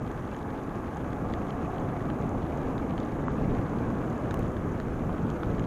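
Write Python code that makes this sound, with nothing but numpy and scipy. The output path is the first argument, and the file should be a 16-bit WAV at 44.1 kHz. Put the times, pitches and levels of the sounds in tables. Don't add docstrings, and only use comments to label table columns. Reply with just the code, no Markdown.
import sys
import numpy as np
from scipy import signal
from scipy.fft import rfft, irfft, next_fast_len
from scipy.io import wavfile
from scipy.ndimage import uniform_filter1d

SR = 44100
rng = np.random.default_rng(int(sys.argv[2]) if len(sys.argv) > 2 else 0)


def wav_out(sig):
    wavfile.write(sys.argv[1], SR, np.round(np.clip(np.atleast_2d(sig).T, -1, 1) * 32767).astype(np.int16))


def decibels_to_gain(level_db):
    exponent = np.asarray(level_db, float) / 20
    return 10 ** exponent


N = 249898

# time in seconds, firings per second.
FIRING = [(0.0, 22.3), (0.5, 23.4), (1.0, 23.85), (1.5, 24.95), (2.1, 26.25), (2.6, 26.9), (3.0, 27.5),
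          (3.5, 28.2), (3.9, 28.75), (4.3, 28.9), (4.45, 27.85), (5.4, 27.95), (5.67, 27.75)]
# time in seconds, exhaust level in dB.
THROTTLE = [
    (0, -42),
    (1, -41),
    (2, -38),
    (3, -38),
    (4.3, -37),
    (4.42, -45),
    (5.67, -44),
]
PORT_HZ = 6540


def in_time(rows):
    seconds, values = np.transpose(rows)
    return np.interp(np.arange(N) / SR, seconds, values)


def rms_one(x):
    return x / np.sqrt(np.mean(x ** 2) + 1e-20)


def drift(rate):
    r = np.exp(-80 * np.pi * rate / SR)
    white = rng.standard_normal(N // 40 + 2002)
    slow = signal.lfilter([1], [1, -2 * r, r * r], white)[2000:]
    return np.interp(np.arange(N) / 40, np.arange(len(slow)), rms_one(slow))


def ring(clicks, hz, t60):
    r = decibels_to_gain(-60 / (t60 * SR))
    w = 2 * np.pi * hz / SR
    return signal.lfilter([0, np.sin(w)], [1, -2 * r * np.cos(w), r * r], clicks + 1e-18)


def clicks_at(times, sizes):
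    out = np.zeros(N)
    places = (np.asarray(times) * SR).astype(int)
    np.add.at(out, np.minimum(places, N - 1), sizes)
    return out


def banded_noise(spectrum, shared_db, own_db, rate, count=3):
    hz, level_db = np.transpose(spectrum)
    edges = np.geomspace(hz[0], hz[-1], int(count * np.log2(hz[-1] / hz[0])) + 2)
    together = drift(rate)
    white = rng.standard_normal((2, N + SR // 2))
    out = 0
    for k, (low, high) in enumerate(zip(edges, edges[1:])):
        sos = signal.butter(2, [low, high], "band", fs=SR, output="sos")
        band = signal.sosfilt(sos, white[k % 2])[-N:]
        band_db = np.interp(np.log(low * high) / 2, np.log(hz), level_db)
        out = out + band * decibels_to_gain(band_db + shared_db * together + own_db * drift(rate))
    return rms_one(out)


def far_rain_and_hiss():
    # frequency in Hz, level in dB per Hz.
    hiss_spectrum = [(5000, -9), (7500, -1), (9000, 1.5), (11000, 2.5), (13000, -0.5), (14500, -2),
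                     (15600, -9)]
    return decibels_to_gain(-71) * banded_noise(hiss_spectrum, shared_db=.3, own_db=.45, rate=12, count=5)


def drizzle(per_s=900, spread_db=6.0, level_db=-62):
    sizes = decibels_to_gain(spread_db * np.minimum(rng.exponential(1, N), 3.2)) * rng.choice([-1, 1], N)
    born = rng.random(N) < per_s * decibels_to_gain(3.0 * drift(8)) / SR
    pitches = np.geomspace(1500, 9000, 14)
    dealt = rng.integers(0, 14, N)
    favour = 1 + 1.5 / (1 + ((pitches - 6500) / 600) ** 2)
    favour = favour + 1.5 / (1 + ((pitches - 3500) / 500) ** 2)
    rings = 0
    for k, hz in enumerate(pitches):
        mode = ring(sizes * born * (dealt == k), hz, 8.4 / hz)
        rings = rings + favour[k] * (hz / 2000) ** -1.6 * mode
    return decibels_to_gain(level_db) * np.convolve(rings, np.hanning(6) / 2.17)[:N]


HIT_DELAY_S = .0009


def strike(times, sizes, hz, t60, rise_s):
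    t = np.arange(1200) / SR
    shape = decibels_to_gain(-60 * t / t60) * (1 - np.exp(-t / rise_s)) ** 2
    sines = np.sin(2 * np.pi * np.outer(hz * np.ones(len(times)), t))
    waves = np.outer(sizes, shape / shape.max()) * sines
    out = np.zeros(N + len(t) + SR)
    starts = ((times + HIT_DELAY_S) * SR).astype(int)
    np.add.at(out, starts[:, None] + np.arange(len(t)), waves)
    return out[:N]


def snaps(times, peak_db):
    train = clicks_at(times + HIT_DELAY_S, decibels_to_gain(peak_db))
    sos = signal.butter(2, 3000, "high", fs=SR, output="sos")
    return signal.sosfilt(sos, train + 1e-18 * rng.standard_normal(N))


def large_drops():
    # time in seconds, peak in dB, main mode in Hz, low mode in dB above the main.
    big_drops = [(.0643, -48, 3230, 9), (.1122, -47, 3340, 11), (.3451, -43, 3050, 9),
                 (.3641, -49, 3280, 12), (1.1303, -44.5, 3380, 8), (1.3364, -35, 3420, 7),
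                 (1.4825, -46, 3200, -11), (1.505, -36.5, 3130, -12), (1.7818, -40.5, 3160, -4),
                 (2.0056, -49, 3230, 13), (2.1002, -37, 3030, 6), (2.779, -40.5, 3680, 7),
                 (2.9058, -44, 2950, -1), (2.9778, -35.5, 3130, 2), (3.0008, -41, 3500, 3),
                 (3.5487, -45, 3140, 9), (3.6122, -47, 3280, 13), (3.7864, -46.5, 3120, 2),
                 (4.3079, -37, 3680, 0), (4.341, -33.5, 2800, 0), (4.371, -48, 3000, 13),
                 (4.4244, -45, 3130, 0), (4.566, -44.5, 3380, 11), (4.7998, -43.5, 3980, 3),
                 (5.1803, -45, 3130, 9), (5.3002, -40.5, 3250, -11), (5.4314, -38, 3420, 9),
                 (5.582, -44, 3120, 10), (5.594, -38, 2970, 4), (5.6391, -44, 3180, 6)]
    # share of the main pitch, fall by 60 dB in seconds, level in dB.
    shell_modes = [(1.0, .007, -2.5), (1.37, .006, -12.5), (.78, .006, -7)]
    luck = rng.random((42, 4))
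    middling = [luck[:, 0] * N / SR,
                -48.5 - 9 * luck[:, 1],
                3250 * (1 + .09 * (2 * luck[:, 2] - 1)),
                7 + 10 * (luck[:, 3] - .5)]
    s, peak_db, hz, low_db = np.hstack([np.transpose(big_drops), middling])
    place = rng.uniform(-1, 1, (len(s), 5))
    splat_s = .0003
    out = 0
    for k, (share, t60, db) in enumerate(shell_modes):
        mode_db = peak_db + db + 3 * place[:, k] * min(k, 1)
        mode_hz = hz * share * (1 + .05 * place[:, 3] * k)
        out = out + strike(s, decibels_to_gain(mode_db), mode_hz, t60, splat_s)
    low = np.sqrt(np.maximum(decibels_to_gain(peak_db + low_db) ** 2 - decibels_to_gain(-45.5) ** 2, 0))
    out = out + strike(s, low * decibels_to_gain(-3), 1800 + 150 * place[:, 4], .008, splat_s)
    extra_db = peak_db + 50
    out = out + strike(s, decibels_to_gain(-64 + .4 * extra_db), PORT_HZ, .0042, .00015)
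    out = out + snaps(s, -61 + .2 * extra_db)
    return out - strike(s, decibels_to_gain(-55 + extra_db), 2200, .002, .00019)


def port_taps():
    # time in seconds, peak in dB.
    sharp_taps = [(.1156, -51), (.3366, -54), (.3641, -51), (.6345, -52), (.7552, -53), (.9462, -53),
                  (.9697, -47), (1.1303, -55), (1.3354, -49), (1.7988, -52), (2.2139, -51), (2.2922, -47),
                  (2.5735, -50), (2.9786, -54), (3.0001, -51), (3.0495, -52), (3.694, -53), (3.902, -54),
                  (4.0991, -49), (4.1265, -53), (4.1784, -52), (4.3093, -44.5), (4.3415, -52),
                  (4.4303, -51), (4.4802, -53), (4.5178, -51), (4.7207, -55), (4.7995, -49), (5.3012, -46),
                  (5.5943, -47)]
    s, peak_db = np.transpose(sharp_taps)
    air = strike(s, decibels_to_gain(peak_db + 3.0), PORT_HZ, .0028, .00017)
    wall = strike(s, decibels_to_gain(peak_db - 4), 5000, .0028, .0001)
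    return air + snaps(s, peak_db - 17) + wall


def port_slaps():
    # time in seconds, peak in dB.
    water_slaps = [
        (4.3086, -54),
        (4.3409, -34),
        (4.371, -52),
        (4.3913, -40),
    ]
    s, peak_db = np.transpose(water_slaps)
    return snaps(s + .0008, peak_db + 9.5)


def shell_knocks():
    # time in seconds, peak in dB, pitch in Hz.
    heavy_knocks = [
        (3.282, -19, 1070),
        (4.31, -29, 1480),
        (4.3405, -25, 950),
        (4.8, -32, 1540),
        (5.094, -24, 830),
        (5.433, -24, 1240),
    ]
    s, peak_db, hz = np.transpose(heavy_knocks)
    knock = strike(s - .00045, decibels_to_gain(peak_db + 1.5), hz, .0045, .0005)
    return knock - strike(s - .0003, decibels_to_gain(peak_db - 10), 300, .005, .0003)


def wind():
    # frequency in Hz, level in dB per Hz.
    wind_spectrum = [(7.1, -33), (12, -5), (140, 1), (256, -2.5), (392, -11.5), (454, -10), (600, -15.5),
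                     (780, -84), (1320, -120)]
    return banded_noise(wind_spectrum, shared_db=1.1, own_db=0.7, rate=10.2)


def port_noise():
    t60 = 1.4 / 1120
    white = rng.standard_normal(N)
    return rms_one(ring(ring(white, PORT_HZ, t60), PORT_HZ, t60))


def spray():
    # frequency in Hz, level in dB per Hz.
    spray_spectrum = [(2000, 10), (2600, 1), (3400, -5), (4300, -13.5), (5200, -15), (6500, -12.5),
                      (8000, -39), (9500, -29)]
    through_wall = banded_noise(spray_spectrum, shared_db=2.6, own_db=4.5, rate=28.0, count=4)
    return through_wall + decibels_to_gain(-7 + 1.05 * drift(27)) * port_noise()


def hum(firing):
    # pitch in Hz, width in Hz, level in dB above the roar, best speed in firings per second,
    # loss in dB for each firing per second off that speed.
    hollows = [(839, 35, -10, 24.26, 2.5), (715, 60, -6, 25.45, 4.5), (1155, 136, -9, 25.1, 2),
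               (1637, 110, -17.5, 24, 1), (2250, 79, -19.5, 8.8, 7.2)]
    out = 0
    for hz, width, db, best, loss_db in hollows:
        white = rng.standard_normal(N)
        tone = rms_one(ring(ring(white, hz, 1.1 / width), hz, 1.1 / width))
        out = out + decibels_to_gain(db - loss_db * np.abs(firing - best) + 0.4 * drift(6.7)) * tone
    return out


def tyre_roar(firing):
    # frequency in Hz, level in dB per Hz.
    roar_spectrum = [(200, -8), (300, -2), (480, -8), (620, -10), (780, -11), (930, -13.5), (1300, -15),
                     (1500, -21), (1850, -26), (2500, -33.5), (3500, -44), (4500, -60.5)]
    return banded_noise(roar_spectrum, shared_db=0.1, own_db=1.08, rate=1.56, count=5) + hum(firing)


def throb(turns):
    depth = np.interp(np.arange(N) / SR, [0, 2, 4.3, 4.45], [1.3, 1.0, .7, .3])
    return np.cos(2 * np.pi * (turns - .42)) * depth


def engine(turns, throttle_db, uneven_db=1.0, baffles_s=(.0031, .0047, .0069), scatter=.6, travel_s=.011):
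    # pitch in Hz, width in Hz, level in dB.
    pipe_modes = [(110, 50, -4), (160, 60, -4), (225, 70, -1), (290, 70, -1), (370, 90, -7), (480, 90, -8),
                  (600, 110, -14), (720, 110, -13), (850, 110, -16), (1150, 200, -24)]
    fired = np.flatnonzero(np.diff(np.floor(turns)))
    pulses = clicks_at(fired / SR + travel_s, decibels_to_gain(uneven_db * rng.standard_normal(len(fired))))
    pipe = 0
    for k, (hz, width, db) in enumerate(pipe_modes):
        pipe = pipe + (-1) ** k * decibels_to_gain(db) * np.sqrt(width) * ring(pulses, hz, 2.2 / width)
    size = next_fast_len(N + SR // 4)
    delays = np.exp(-2j * np.pi * np.outer(baffles_s, np.fft.rfftfreq(size, 1 / SR)))
    smear = np.prod((delays - scatter) / (1 - scatter * delays), axis=0)
    pipe = irfft(rfft(pipe, size) * smear, size)[:N]
    return decibels_to_gain(throttle_db) * rms_one(pipe)


def scene():
    # time in seconds, wind level in dB.
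    gusts = [(0.0, -34), (0.11, -34), (0.28, -37), (1.75, -33.5), (1.86, -32.5), (2.51, -33.5), (2.56, -31),
             (3.19, -34), (3.58, -29), (3.63, -34.5), (3.85, -29), (4.18, -35), (4.4, -25.5), (4.42, -30.5),
             (4.89, -32), (5.43, -31), (5.56, -27.5), (5.67, -31.5)]
    firing, throttle_db, wind_db = in_time(FIRING), in_time(THROTTLE), in_time(gusts)
    turns = np.cumsum(firing) / SR
    faster = firing - 26.5
    gust_db = wind_db - wind_db.mean()
    load_db = throttle_db - throttle_db.mean()

    rain = drizzle() + large_drops() + port_taps() + port_slaps() + shell_knocks()
    spray_db = -63.5 + 0.04 * faster + 0.2 * gust_db
    roar_db = -37.5 + 0.39 * faster + .05 * gust_db + 0.18 * load_db
    mix = far_rain_and_hiss() + rain
    mix = mix + decibels_to_gain(wind_db + 0.03) * wind()
    mix = mix + decibels_to_gain(spray_db) * spray()
    mix = mix + decibels_to_gain(roar_db + 1.07 * throb(turns)) * tyre_roar(firing)
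    return (mix + engine(turns, throttle_db))[None]


def lose_treble(x):
    # start in seconds, end in seconds.
    treble_lost = [
        (0, .017),
        (3.249, 3.315),
    ]
    t = np.arange(N) / SR
    lost = sum((t >= a) & (t < b) for a, b in treble_lost)
    lost = uniform_filter1d(lost.astype(float), size=200, mode="nearest")
    narrow = signal.sosfiltfilt(signal.ellip(8, .1, 50, 8600, fs=SR, output="sos"), x)
    return x + lost * (narrow - x)


def thin_treble(x):
    # frequency in Hz, share from 0 to 1.
    empty_share = [(7500, 0), (9000, .015), (12000, .02), (12600, .17), (15500, .22)]
    hz, _, frames = signal.stft(x, SR, nperseg=1024)
    lumps = rng.random((len(hz) // 6 + 1, frames.shape[-1]))
    lumps = uniform_filter1d(lumps, size=4, axis=1)
    rank = lumps.ravel().argsort().argsort().reshape(lumps.shape) / lumps.size
    share = np.interp(hz, *np.transpose(empty_share))
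    empty = np.repeat(rank, 6, axis=0)[:len(hz)] < share[:, None]
    treble = np.sum(np.abs(frames[0, hz > 9000]) ** 2, axis=0)
    empty = empty & (treble < 2 * np.median(treble))
    return signal.istft(frames * np.where(empty, decibels_to_gain(-22), 1), SR, nperseg=1024)[1][..., :N]


def top_cut(x):
    return signal.sosfilt(signal.butter(12, 15390, fs=SR, output="sos"), x)


def record(dry):
    mix = signal.sosfilt(signal.butter(2, 14, "high", fs=SR, output="sos"), dry)
    mix = signal.sosfilt(signal.ellip(8, .1, 50, 15450, fs=SR, output="sos"), mix)
    mix = thin_treble(lose_treble(mix))
    left_s = (N - np.arange(N)) / SR
    mix = mix * np.minimum(1, left_s / .004 + .1)
    return top_cut(mix)


dry = scene()
out = record(dry)
wav_out(out)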